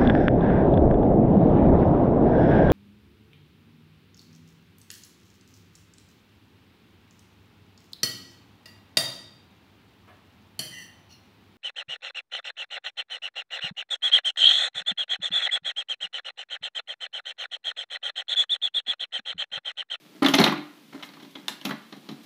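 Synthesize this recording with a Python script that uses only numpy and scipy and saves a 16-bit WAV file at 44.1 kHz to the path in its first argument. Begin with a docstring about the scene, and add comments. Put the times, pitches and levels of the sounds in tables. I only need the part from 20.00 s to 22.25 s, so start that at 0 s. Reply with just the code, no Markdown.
"""A mop bucket in a tiled room, on one microphone close by, over faint air noise.
First a plastic wringer drops onto the bucket and clatters into its seat: each knock booms in the tub
and the wringer box, clacks in the thin walls and cracks at the hard edges. From about 0.9 s the parts
rub and rattle as the metal lever is swung over. Near 1.5 s it snaps over its catch; a few firmer
knocks follow, then some light last ones, and the room rings out."""
import sys
import numpy as np
from scipy import signal
from scipy.fft import rfft, irfft
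from scipy.io import wavfile

SR = 44100
rng = np.random.default_rng(int(sys.argv[2]) if len(sys.argv) > 2 else 0)


def store_wav(level_fs):
    """Save 16-bit WAV to argv[1]."""
    pcm = np.round(np.clip(np.atleast_2d(level_fs), -1, 1) * 32767)
    wavfile.write(sys.argv[1], SR, pcm.T.astype(np.int16))


N = 99225
LONG_T, SHORT_T = np.arange(SR // 3) / SR, np.arange(SR // 10) / SR  # t/s within one sound


def undb(db):
    """Decibels to gain."""
    return 10 ** (np.asarray(db) / 20)


def unit(x):
    """Scale to rms 1."""
    return x / np.sqrt(np.mean(x ** 2))


def add(out, s, sound):
    """Mix a sound in at s seconds."""
    start = int(s * SR)
    out[start:start + len(sound)] += sound[:N - start]


def at(hz, points):
    """Read (f/Hz, value) points on a log-frequency axis."""
    freqs, values = np.array(points).T
    return np.interp(np.log(np.maximum(hz, 1)), np.log(freqs), values)


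def colour(x, points):
    """Causal filter with the given spectrum; white noise keeps its power."""
    size = 4096
    gain = unit(undb(at(np.fft.rfftfreq(size, 1 / SR), points)))
    cepstrum = irfft(np.log(gain))[:size // 2]
    cepstrum[1:] *= 2  # minimum phase
    response = irfft(np.exp(rfft(cepstrum, size)))[:size // 2]
    return signal.fftconvolve(x, response)[:len(x)]


def clicks(count, per_s):
    """Impulses of random time and strength, over count samples."""
    return (rng.random(count) < per_s / SR) * rng.standard_normal(count)


def modes(hz, table, scatter_db=1):
    """Decaying sines; each blow lands elsewhere and weights them anew."""
    db, t60 = np.array(table).T[:, :, None]
    weight, phase = rng.standard_normal((2, len(table), 1))
    gain = undb(db + scatter_db * weight)
    gain = gain / np.sqrt(np.sum(gain ** 2) / 2)
    sines = np.sin(2 * np.pi * (np.outer(hz, LONG_T) + phase))
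    return np.sum(gain * undb(-60 * LONG_T / t60) * sines, axis=0)


def burst(spectrum, contact_s, t60, rise_s=0.00024, touches_per_s=4000):
    """Many close, well-damped modes: they build while the parts chatter in contact, then die away."""
    build = 1 - np.exp(-SHORT_T / (rise_s + 0.21 * contact_s))
    envelope = build * undb(-60 * np.maximum(SHORT_T - contact_s, 0) / t60)
    touches = rng.random(len(SHORT_T)) < touches_per_s / SR
    drive = (1.3 + unit(touches * 1.)) * rng.standard_normal(len(SHORT_T))
    return unit(colour(envelope * drive, spectrum)) * np.sqrt(np.mean(envelope ** 2))


# Room tone at the microphone: f/Hz, relative level/dB
AIR_SPECTRUM = [(25, -30), (80, -11), (150, 4), (300, 2), (600, -7.5), (1500, -11), (3500, -6),
                (7500, -19.5), (15000, -18)]
def room_tone():
    """Still air and a faint, steady hiss."""
    return undb(-57) * unit(colour(rng.standard_normal(N), AIR_SPECTRUM))


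# Ring time of the tiled room: f/Hz, T60/s
REVERB_T60 = [(150, 0.31), (400, 0.34), (1000, .5), (2800, .5), (4500, 0.3651), (7000, 0.25), (14000, 0.26)]
# Strength of its reverberation at the microphone: f/Hz, level/dB
REVERB_SPECTRUM = [(60, -9), (160, -9.5), (300, -9), (1000, -5.5), (3500, -6), (7000, -3.5), (14000, -2)]
def reverberation(x, build_s=0.002):
    """Dense reflections from the tiles and walls farther off; the treble dies first."""
    t, hz = np.arange(SR) / SR, np.fft.rfftfreq(SR, 1 / SR)
    noise, response = rfft(rng.standard_normal(SR)), 0
    centres = np.geomspace(60, 16000, 12)
    for centre, share in zip(centres, np.eye(len(centres))):
        envelope = (1 - np.exp(-t / build_s)) * undb(-60 * t / at(centre, REVERB_T60))
        band = irfft(noise * np.interp(hz, centres, share), SR)
        response += band * envelope / np.linalg.norm(envelope) * undb(at(centre, REVERB_SPECTRUM))
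    return signal.fftconvolve(x, response)[:N]


def early_echoes(x, gap_s=0.002, t60=0.22):
    """A short spray of distinct echoes off the nearest tiles and the inside of the tub."""
    taps = clicks(len(LONG_T), per_s=900) * (LONG_T > gap_s) * undb(-60 * LONG_T / t60)
    taps = signal.sosfilt(signal.butter(2, 500, "high", fs=SR, output="sos"), taps)
    return undb(-8.5) * signal.fftconvolve(x, taps / np.linalg.norm(taps))[:N]


# Bumps down at the floor: t/s, level/dB
FLOOR_BUMPS = [(.342, -53), (.408, -40), (1.651, -51)]
def floor_thumps(hz=45, t60=0.12, rise_s=0.008):
    """Heavy blows rock the bucket on its castors: a low, quickly damped bump."""
    out = np.zeros(N)
    envelope = (1 - np.exp(-LONG_T / rise_s)) * undb(-60 * LONG_T / t60)
    for s, db in FLOOR_BUMPS:
        add(out, s, undb(db) * envelope * np.sin(2 * np.pi * hz * LONG_T))
    return out


# Rubbing where the parts meet: t/s, level/dB
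RUB_LEVELS = [(0, -79), (.05, -54), (.11, -60), (.16, -51), (.21, -55), (.7, -57), (.88, -64.5),
              (.96, -45.5), (1.12, -61.5), (1.25, -59), (1.321, -59), (1.38, -51), (1.46, -56), (1.85, -57),
              (2.05, -53.5), (2.25, -56)]
# Its dull tone: f/Hz, relative level/dB
RUB_SPECTRUM = [(70, -40.5), (150, -0.5), (280, 5), (500, -11.5), (1000, -13), (2300, -18.5), (3600, -20),
                (7000, -30), (15000, -43)]
def rubbing():
    """Plastic sticks and slips on plastic in tiny uneven clicks."""
    slips = unit(colour(clicks(N, per_s=900), RUB_SPECTRUM))
    return slips * undb(np.interp(np.arange(N) / SR, *np.array(RUB_LEVELS).T))


# Short slips of the lever: t/s, length/s, level/dB
LEVER_SLIDES = [(1.03, 0.032, -55), (1.305, 0.0091, -58), (1.638, .018, -54), (2.23, 0.017, -56)]
# Their hiss, heard close: f/Hz, relative level/dB
SLIDE_SPECTRUM = [(1500, 1), (3500, 8.5), (6500, 3), (9000, -4), (13000, 3), (15500, -10)]
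def lever_slides():
    """The lever slides along its guide with a bright hiss."""
    out = np.zeros(N)
    for s, length_s, db in LEVER_SLIDES:
        add(out, s, undb(db) * burst(SLIDE_SPECTRUM, length_s, t60=0.024))
    return out


# Ticks of the fittings as the wringer lands: t/s, level/dB
FITTING_PINGS = [(.2308, -26.5), (.353, -15), (.404, -30), (.521, -56)]
# Their bright tone: f/Hz, relative level/dB
PING_SPECTRUM = [(4000, -24), (8000, 0), (10500, 9), (13000, 3), (15500, -16)]
def fitting_pings():
    """Single hard contacts draw tiny bright ticks from the metal fittings."""
    out = np.zeros(N)
    for s, db in FITTING_PINGS:
        add(out, s, undb(db) * burst(PING_SPECTRUM, 0, t60=0.0038, rise_s=0.00008))
    return out


# Resonance of an edge facing the microphone: multiple of its pitch, relative level/dB
EDGE_PEAK = [(.5, -38.5), (.85, -10.5), (1.001, 0), (1.16, -10.5), (1.6, -38)]
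def edge_ring(hz, contact_s, t60=0.024, rise_s=0.00024):
    """A tight cluster of modes of the struck edge rings briefly."""
    return burst(np.array(EDGE_PEAK) * [hz, 1], contact_s, t60, rise_s)


# Close-up spectra of the wall clack, edge crack and contact tick: f/Hz, relative level/dB
CLACK_SPECTRUM = [(120, -33.5), (300, -1), (490, -2.5), (720, 3), (1100, 3), (1600, -1.5), (2150, 1.5),
                  (2700, -14), (4500, -12), (9000, -87)]
CRACK_SPECTRUM = [(700, -14), (1800, -11), (2550, 0), (3300, 2), (4200, 0), (4900, -7), (6300, -13.5),
                  (7600, -28), (15000, -36.5)]
TICK_SPECTRUM = [(2500, -64), (5500, 13), (8000, -1.5), (10800, 4.5), (13000, 3), (15500, -2.5)]
def strike(clack_db, crack_db, tick_db, contact_s, crack_t60=0.038, tick_t60=0.024, rise_s=0.00024):
    """A blow sets off dense, short modes: thin walls clack, hard edges crack, with a tick on top."""
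    clack = undb(clack_db) * burst(CLACK_SPECTRUM, contact_s, t60=0.073, rise_s=rise_s)
    crack = undb(crack_db) * burst(CRACK_SPECTRUM, contact_s, crack_t60, rise_s)
    tick = undb(tick_db) * burst(TICK_SPECTRUM, contact_s, tick_t60, rise_s)
    return clack + crack + tick


# The snap at the catch: tick level/dB, crack level/dB, clack level/dB, ring level/dB
SNAP_LEVELS = (-29.5, -23.5, -32, -16)
# Its click, heard through the lever's resonance: f/Hz, relative level/dB
LEVER_SPECTRUM = [(300, -25), (900, -4), (1400, -8), (2200, -7), (3400, -1), (4100, -3.5), (5000, -8),
                  (8000, -16.5), (15000, -25)]
def lever_snap(s=1.4822, rise_s=0.00008):
    """The lever snaps over its catch in one hard contact; rows: body, edge ring."""
    body, rings = np.zeros((2, N))
    tick_db, crack_db, clack_db, ring_db = SNAP_LEVELS
    add(body, s, strike(clack_db, crack_db, tick_db, 0, crack_t60=0.017, tick_t60=0.013, rise_s=rise_s))
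    add(body, s, undb(-4.5) * colour(signal.unit_impulse(len(SHORT_T)), LEVER_SPECTRUM))
    add(rings, s, undb(ring_db) * edge_ring(hz=3650, contact_s=0, t60=0.01, rise_s=rise_s))
    return np.array([body, rings])


# Modes of the tub and of the wringer box on top of it: f/Hz
TUB_PITCHES = [150, 203, 221, 324, 390, 736]
BOX_PITCHES = [150, 272, 298, 342, 398, 599, 802, 1036, 1126]
# The same modes, in order: relative level/dB, T60/s
TUB_MODES = [(-5.5, 0.25), (2, 0.14), (-7, 0.36), (-3, 0.11), (-2.5, 0.15), (-3.5, 0.057)]
BOX_MODES = [(-21.5, 0.3), (2.5, .22), (-3.5, 0.54), (-13, 0.4), (-10.5, 0.17), (-13, .16), (-9.5, .14),
             (-20.5, 0.34), (-25, 0.11)]
def boom(tub_db, box_db, rise_s=0.0012):
    """The hollow tub and wringer box answer a blow with their low modes."""
    tub = undb(tub_db) * modes(TUB_PITCHES, TUB_MODES)
    box = undb(box_db) * modes(BOX_PITCHES, BOX_MODES)
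    return (1 - np.exp(-LONG_T / rise_s)) * (tub + box)


# Knocks of the wringer, close to the microphone:
# t/s, level/dB of each of tub, box, clack, crack and tick, contact/s, ring f/Hz, ring level/dB
WRINGER_KNOCKS = [(0.221, -39, -15.5, -23.5, -34.5, -43, 0.01, 2010, -37.5),
                  (0.2439, -36, -19.5, -24.5, -24.5, -58, 0.0047, 2120, -23.5),
                  (0.2603, -32, -22, -19.5, -24, -37, 0.0038, 3370, -14.5),
                  (.284, -26.5, -23, -26, -24.5, -27.5, 0.001, 3180, -19),
                  (0.3364, -24, -18, -18.5, -16, -34.5, 0.0074, 5900, -28.5),
                  (0.3832, -15, -18.5, -20.5, -18, -39.5, 0.0057, 3460, -26),
                  (0.396, -12, -46, -20, -34, -30.5, 0.0066, 2080, -32),
                  (.414, -55, -40, -18.5, -24, -38, 0.00079, 3960, -22),
                  (0.4379, -55, -24, -19.5, -14.5, -29.5, 0.0034, 3770, -13),
                  (.462, -27, -43, -17.5, -27, -43, 0.0014, 4170, -42),
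                  (0.475, -24.5, -26, -29.5, -43, -60, 0.0029, 2700, -23),
                  (0.494, -35, -32, -29.5, -53, -64, 0.0022, 1100, -52),
                  (0.52, -28, -27, -31, -41, -54, 0.0077, 1115, -28),
                  (0.576, -40, -38, -62, -58, -72, 0.002, 2560, -36.5),
                  (0.925, -49.5, -48, -47.5, -54.5, -68, .008, 2070, -53),
                  (0.942, -44.5, -41, -48.5, -61, -72, 0.011, 2120, -59),
                  (.995, -58, -54, -52, -54, -78, 0.01, 2030, -69),
                  (1.025, -57, -62, -40, -41.5, -62, 0.0083, 3290, -37.5),
                  (1.0883, -51, -55, -49, -57, -74, 0.0013, 4050, -47),
                  (1.1347, -51, -52, -52, -51.5, -72, 0.0056, 2130, -58),
                  (1.167, -66, -55, -51.5, -57, -72, 0.0027, 1110, -47),
                  (1.1978, -50, -61, -51, -52.5, -70, 0.0097, 3570, -55),
                  (1.222, -45, -46.5, -56, -52, -62, 0.011, 3400, -53),
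                  (1.245, -50, -48, -56, -54, -76, 0.008, 3340, -58),
                  (1.3527, -60, -43.5, -42, -43.5, -71, 0.0048, 3370, -39.5),
                  (1.502, -43.5, -45.5, -66, -61, -64, 0.0036, 3800, -55),
                  (1.6128, -57, -50, -48.5, -42.5, -53, .001, 3150, -45),
                  (1.6502, -30, -36, -34.5, -28, -35, 0.0043, 3680, -35),
                  (1.663, -32.5, -33.5, -38.5, -60, -63, 0.0033, 3270, -56),
                  (1.6904, -41, -50, -40, -56, -62, 0.0042, 1330, -33.5),
                  (1.7064, -31, -34.5, -29.5, -37.5, -62, 0.0038, 1670, -32.5),
                  (1.924, -42, -47, -42.5, -41, -58, 0.0023, 3550, -47),
                  (1.965, -42.5, -56, -71, -66, -63, .003, 3440, -60),
                  (2.088, -38.5, -42.5, -42.5, -40.5, -53.5, 0.0035, 4200, -43.5),
                  (2.113, -35, -43, -69, -48.5, -55, 0.0026, 1950, -62)]
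def wringer_knocks():
    """Every blow sounds tub, box, walls and edges in its own proportions; rows: body, edge ring."""
    body, rings = np.zeros((2, N))
    for s, tub_db, box_db, clack_db, crack_db, tick_db, contact_s, ring_hz, ring_db in WRINGER_KNOCKS:
        add(body, s, boom(tub_db, box_db))
        add(body, s, strike(clack_db, crack_db, tick_db, contact_s))
        add(rings, s, undb(ring_db) * edge_ring(ring_hz, contact_s))
    return np.array([body, rings])


def scene():
    """The bucket in its room, in mono; only the floor thumps reach into the deep bass."""
    body, rings = wringer_knocks() + lever_snap()
    rings += fitting_pings()
    body += rubbing() + lever_slides()
    into_room = body + undb(-7.5) * rings  # edges ring towards the microphone, less into the room
    heard = room_tone() + early_echoes(into_room) + reverberation(into_room) + body + rings
    low_cut = signal.butter(4, 135, "high", fs=SR, output="sos")
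    return (signal.sosfilt(low_cut, heard) + floor_thumps())[None]


def record(dry):
    """The recorder cuts the treble above 15.4 kHz."""
    return signal.sosfilt(signal.ellip(10, .2, 80, 15400, fs=SR, output="sos"), dry)


dry = scene()
out = record(dry)
store_wav(out)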